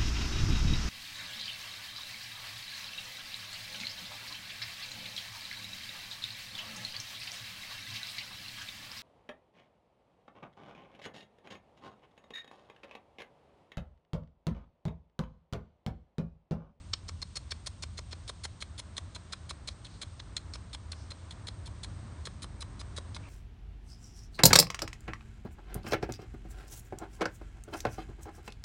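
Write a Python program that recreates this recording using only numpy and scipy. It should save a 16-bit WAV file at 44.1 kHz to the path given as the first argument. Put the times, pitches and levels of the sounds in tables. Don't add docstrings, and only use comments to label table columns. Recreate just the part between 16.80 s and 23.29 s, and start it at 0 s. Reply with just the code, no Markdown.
import sys
import numpy as np
from scipy import signal
from scipy.fft import rfft, irfft, next_fast_len
from scipy.io import wavfile
from scipy.ndimage import map_coordinates

SR = 44100
rng = np.random.default_rng(int(sys.argv[2]) if len(sys.argv) > 2 else 0)


def output_pcm(signal):
    pcm = np.clip(np.atleast_2d(signal).T, -1, 1) * 32767
    wavfile.write(sys.argv[1], SR, np.round(pcm).astype(np.int16))


N = 286209

# (start [s], time to release [s], suction level [dB], hiss level at release [dB],
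# pop level [dB], pop centre [Hz])
CLICKS = [(0.132, 0.005, -35, -27, -44, 1660), (0.281, 0.011, -46.5, -40.5, -47, 1260.0),
          (0.418, 0.0078, -40, -34.5, -48, 1310), (0.556, 0.015, -37.5, -35.5, -49, 1230.0),
          (0.707, 0.013, -39, -35.5, -40, 1560.0), (0.863, 0.01, -40, -35.5, -47, 1570),
          (1.024, 0.012, -42, -38, -43.5, 1610.0), (1.174, 0.015, -45, -40.5, -45, 970.0),
          (1.311, 0.019, -50, -41.5, -46.5, 1360.0), (1.478, 0.018, -42, -39.5, -42.5, 950),
          (1.637, 0.015, -39.5, -37.5, -41.5, 1430.0), (1.806, 0.018, -44.5, -39, -42, 1720),
          (1.98, 0.017, -44, -39.5, -49.5, 1130.0), (2.167, 0.015, -42, -34.5, -45.5, 1090),
          (2.349, 0.013, -42, -45.5, -47, 770.0), (2.523, 0.0097, -40, -37.5, -41, 1430.0),
          (2.694, 0.014, -41.5, -39.5, -42, 1040), (2.875, 0.011, -37.5, -37.5, -46.5, 1370.0),
          (3.047, 0.021, -46.5, -51.5, -62, 1510.0), (3.216, 0.015, -37.5, -41.5, -48.5, 1700.0),
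          (3.396, 0.0037, -46, -42.5, -52.5, 1440.0), (3.567, 0.0088, -28.5, -39.5, -53, 1700.0),
          (3.736, 0.02, -42.5, -44.5, -47.5, 1030.0), (3.931, 0.016, -41.5, -43, -45, 1710),
          (4.119, 0.011, -36.5, -51, -48.5, 1410.0), (4.305, 0.012, -41.5, -46.5, -48.5, 1070.0),
          (4.508, 0.015, -43, -51.5, -72, 1250.0), (4.67, 0.014, -40.5, -41, -48, 1190.0),
          (4.858, 0.018, -47.5, -50.5, -53, 1060), (5.034, 0.011, -39, -43, -50, 1510.0),
          (5.454, 0.018, -40.5, -44.5, -42, 920), (5.622, 0.021, -41, -47.5, -45.5, 1000.0),
          (5.807, 0.017, -42, -43, -46, 1670.0), (5.994, 0.018, -48, -45.5, -49, 1460.0),
          (6.164, 0.019, -41, -42, -42.5, 815), (6.345, 0.02, -47, -44.5, -43, 1700.0)]
# (time [s], pitch [Hz])
CAVITY_PITCH = [(0.0, 4270), (0.9, 4380), (2.4, 4120), (3.8, 4220), (5.2, 4170), (6.4, 3890)]
# (time [s], tilt about the cavity pitch [dB])
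SQUEAK = [(0.1, -1.5), (0.3, 4.5), (1.0, 2.0), (1.9, -1.5), (3.4, -0.5), (4.6, -3.5), (5.7, 3.5)]
# (time [s], brightness [dB]), applied half at 7.2 kHz and twice at 9.5 kHz
BRIGHTNESS = [(0.0, -1.5), (1.3, -1.3), (2.3, 1.6), (3.1, -1.3), (3.9, 1.3), (5.4, 3.2), (6.4, 1.0)]
def tongue_clicks(pitch_scatter=0.0069, colour_scatter_db=1.3, quick_s=0.008, dull_db=24.0):
    out = np.zeros(N + SR)
    t = np.arange(-256, 3840) / SR
    for start, release, suction_db, release_db, pop_db, centre_hz in CLICKS:
        pitch, tightness, edge = rng.standard_normal(3)
        cavity_hz = at(CAVITY_PITCH, start) * (1 + pitch_scatter * pitch)
        squeak_db = at(SQUEAK, start) + colour_scatter_db * tightness
        dulling = dull_db * max(1 - release / quick_s, 0)
        brightness = at(BRIGHTNESS, start) - dulling + colour_scatter_db * edge
        click = suction_hiss(t, release, suction_db, release_db, cavity_hz, squeak_db, brightness)
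        click += amp(pop_db) * release_pop(t - release, centre_hz)
        out[round((start + t[0]) * SR):][:len(t)] += click
    return out[:N]


# (frequency / cavity pitch [ratio], bandwidth [Hz], gain [dB])
TEETH_MODES = [(.8, 159, -12.5), (0.869, 162, -6.5), (1.003, 132, 3.5), (1.262, 138, -4.5),
               (1.55, 252, -11.5), (1.75, 252, -13.5), (2.2, 300, -22.5)]
# (frequency [Hz], gain [dB])
HISS_SPECTRUM = [(200, -22.5), (900, -18.5), (2250, -11.5), (2800, -18), (3400, -5), (4500, -14.5),
                 (6300, -12.5), (9000, -14), (11000, -29)]
def suction_hiss(t, release, suction_db, release_db, cavity_hz, squeak_db, brightness,
                 sputter_db=5.0, grain_s=0.0006, mode_scatter_db=1.8, sag=0.035, snap=6.0):
    flow = airflow(t, release, suction_db, release_db)
    grains = map_coordinates(rng.standard_normal(len(t)), [(t - t[0]) / grain_s], order=1)
    jet = flow * amp(sputter_db * grains) * rng.standard_normal(len(t))
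    jet[np.argmin(abs(t - release))] += snap * amp(release_db)
    modes = [(ratio * cavity_hz, width, db + mode_scatter_db * rng.standard_normal())
             for ratio, width, db in TEETH_MODES]
    tilt = [(2600, 0), (3400, -squeak_db), (cavity_hz, 0), (5300, squeak_db),
            (7200, brightness / 2 - 2.0), (9500, 2 * brightness + 0.5)]

    def cavity(f):
        gain = np.hypot(abs(resonances(modes, f)), gain_at(HISS_SPECTRUM, f))
        return minimum_phase(gain * gain_at(tilt, f))

    hiss = filtered(jet, cavity)
    speed = 1 - sag * np.clip(t / release - 0.5, -0.5, 0.5) * (t > 0)
    hiss = map_coordinates(hiss, [np.cumsum(speed)])
    return unit_rms(hiss) * np.sqrt(np.mean(flow ** 2))


def airflow(t, release, suction_db, release_db, dip_db_per_s=170.0, dip_share=0.65,
            rise=0.0032, settle=0.002, swell=0.0016, hold=0.0032, fall_t60=0.015):
    dip_db = (suction_db + release_db) / 2 - dip_db_per_s * release
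    end = release + hold + fall_t60
    times = [-rise, 0, settle, dip_share * release, release - swell, release + hold, end]
    levels = [suction_db - 29, suction_db - 2, suction_db, dip_db,
              release_db, release_db - 0.5, release_db - 60]
    flow = amp(np.interp(t, np.maximum.accumulate(times), levels))
    return flow * (t > -rise) * (t < end)


# (frequency [Hz], bandwidth [Hz], gain [dB])
MOUTH_MODES = [(522, 180, 3.5), (710, 220, -5), (1040, 210, 1), (1580, 570, -5.5), (2265, 280, -1.5),
               (3330, 170, 2)]
def release_pop(t, centre_hz, smack_t60=0.023, octaves=1.3, wetness=0.23, scatter=0.063):
    smack = wetness * rng.standard_normal(len(t)) * amp(-60 * abs(t) / smack_t60) * (t > 0)
    smack[np.argmin(abs(t))] += 1
    modes = []
    for hz, width, db in MOUTH_MODES:
        rolloff_db = 6 * (np.log2(hz / centre_hz) / octaves) ** 2
        modes.append((hz * np.exp(scatter * rng.standard_normal()), width, db - rolloff_db))
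    ring = filtered(smack, lambda f: resonances(modes, f))
    return ring / np.linalg.norm(ring) * np.sqrt(0.0086 * SR)


def yard_echo(x, near_db=-16.0, near_t60=0.022, far_db=-22.5, far_t60=0.2):
    t = np.arange(SR // 2) / SR
    echo = np.zeros(len(t))
    for db, t60 in (near_db, near_t60), (far_db, far_t60):
        tail = rng.standard_normal(len(t)) * amp(-60 * t / t60) * (t > 0.004)
        echo += amp(db) * tail / np.linalg.norm(tail)
    return x + signal.fftconvolve(x, echo)[:N]


# (peak time [s], rise time [s], frequency [Hz], bandwidth [Hz], level [dB])
RUSTLES = [(2.911, 0.042, 4800, 3500, -61.5), (3.132, .12, 4230, 1500, -64.5),
           (4.2, .13, 5040, 2600, -63.5), (6.462, 0.067, 2450, 600, -60)]
def rustles():
    out = np.zeros(N + SR)
    for peak, rise, hz, width_hz, db in RUSTLES:
        n = round(2 * rise * SR)
        out[round((peak - rise) * SR):][:n] += amp(db) * np.hanning(n) * band_noise(hz, width_hz, n)
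    return out[:N]


# (frequency [Hz], relative spectral density [dB])
RUMBLE_SPECTRUM = [(15, -47), (25, -23), (32, -20), (40, -10), (50, -2.5), (70, -1), (98, -1), (140, -13),
                   (205, -16.5), (280, -25.5), (400, -48), (660, -100)]
# (time [s], level [dB])
RUMBLE_LEVEL = [(0.0, -47.8), (2.9, -48.5), (3.6, -46.7), (4.35, -49), (5.15, -43.3), (6.0, -44.7),
                (6.49, -44.3)]
# (frequency [Hz], relative spectral density [dB])
TYRE_SPECTRUM = [(150, -12.5), (300, 7), (450, -1.5), (630, 1), (800, -2.5), (1020, 0.5), (1500, -4),
                 (2200, -9.5), (4000, -36)]
def traffic(drone_db=-51.5, drone_hz=80.75, hum_db=-68.0, hum_hz=167.3, width_hz=8.5,
            tyre_start_db=-63.5, approach_db_per_s=1.0534, waver_db=0.94):
    t = np.arange(N) / SR
    rumble = amp(at(RUMBLE_LEVEL, t)) * coloured_noise(RUMBLE_SPECTRUM)
    tyre_db = tyre_start_db + approach_db_per_s * t + waver_db * wobble(8)
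    tyres = amp(tyre_db) * coloured_noise(TYRE_SPECTRUM)
    drone = amp(drone_db) * band_noise(drone_hz, width_hz)
    hum = amp(hum_db) * band_noise(hum_hz, width_hz)
    return rumble + tyres + drone + hum


# (frequency [Hz], relative spectral density [dB])
AIR_SPECTRUM = [(1200, -16), (2600, -0.5), (3900, 1.5), (5200, -2), (6500, -2), (7400, -4.5), (8800, -0.5),
                (9400, -14), (11000, -43)]
def open_air(hiss_db=-65.0, waver_db=0.75, whine_db=-74.0, whine_hz=8420.0, whine_width_hz=130.0):
    hiss = amp(hiss_db + waver_db * wobble(4.52)) * coloured_noise(AIR_SPECTRUM)
    return hiss + amp(whine_db) * band_noise(whine_hz, whine_width_hz)


def amp(db):
    return 10 ** (np.asarray(db) / 20)


def unit_rms(x):
    return x / np.sqrt(np.mean(x ** 2) + 1e-20)


def at(points, t):
    return np.interp(t, *np.transpose(points))


def gain_at(spectrum, f):
    hz, db = np.transpose(spectrum)
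    return amp(np.interp(np.log(f + 1), np.log(hz + 1), db))


def wobble(rate):
    knots = rng.standard_normal(int(N * rate / SR) + 4)
    return map_coordinates(knots, [np.arange(N) * rate / SR])


def filtered(x, response):
    size = next_fast_len(2 * len(x))
    return irfft(rfft(x, size) * response(np.fft.rfftfreq(size, 1 / SR)), size)[:len(x)]


def resonances(modes, f):
    return sum((-1) ** k * amp(db) * 1j * f * width / (hz * hz - f * f + 1j * f * width)
               for k, (hz, width, db) in enumerate(modes))


def minimum_phase(gain):
    cepstrum = irfft(np.log(np.maximum(gain, 1e-6)))
    half = len(cepstrum) // 2
    fold = np.r_[1, np.full(half - 1, 2), 1, np.zeros(half - 1)]
    return np.exp(rfft(cepstrum * fold))


def coloured_noise(spectrum):
    return unit_rms(filtered(rng.standard_normal(N), lambda f: gain_at(spectrum, f)))


def band_noise(hz, width_hz, size=N):
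    white = rng.standard_normal(size)
    return unit_rms(filtered(white, lambda f: resonances([(hz, width_hz, 0)], f) ** 2))


def scene():
    return (yard_echo(tongue_clicks()) + rustles() + traffic() + open_air())[None]


def record(dry, top_hz=10950):
    edge = [(top_hz - 200, 0), (top_hz, -5), (top_hz + 150, -25), (top_hz + 500, -100)]
    return np.array([filtered(channel, lambda f: gain_at(edge, f)) for channel in dry])


dry = scene()
out = record(dry)
output_pcm(out)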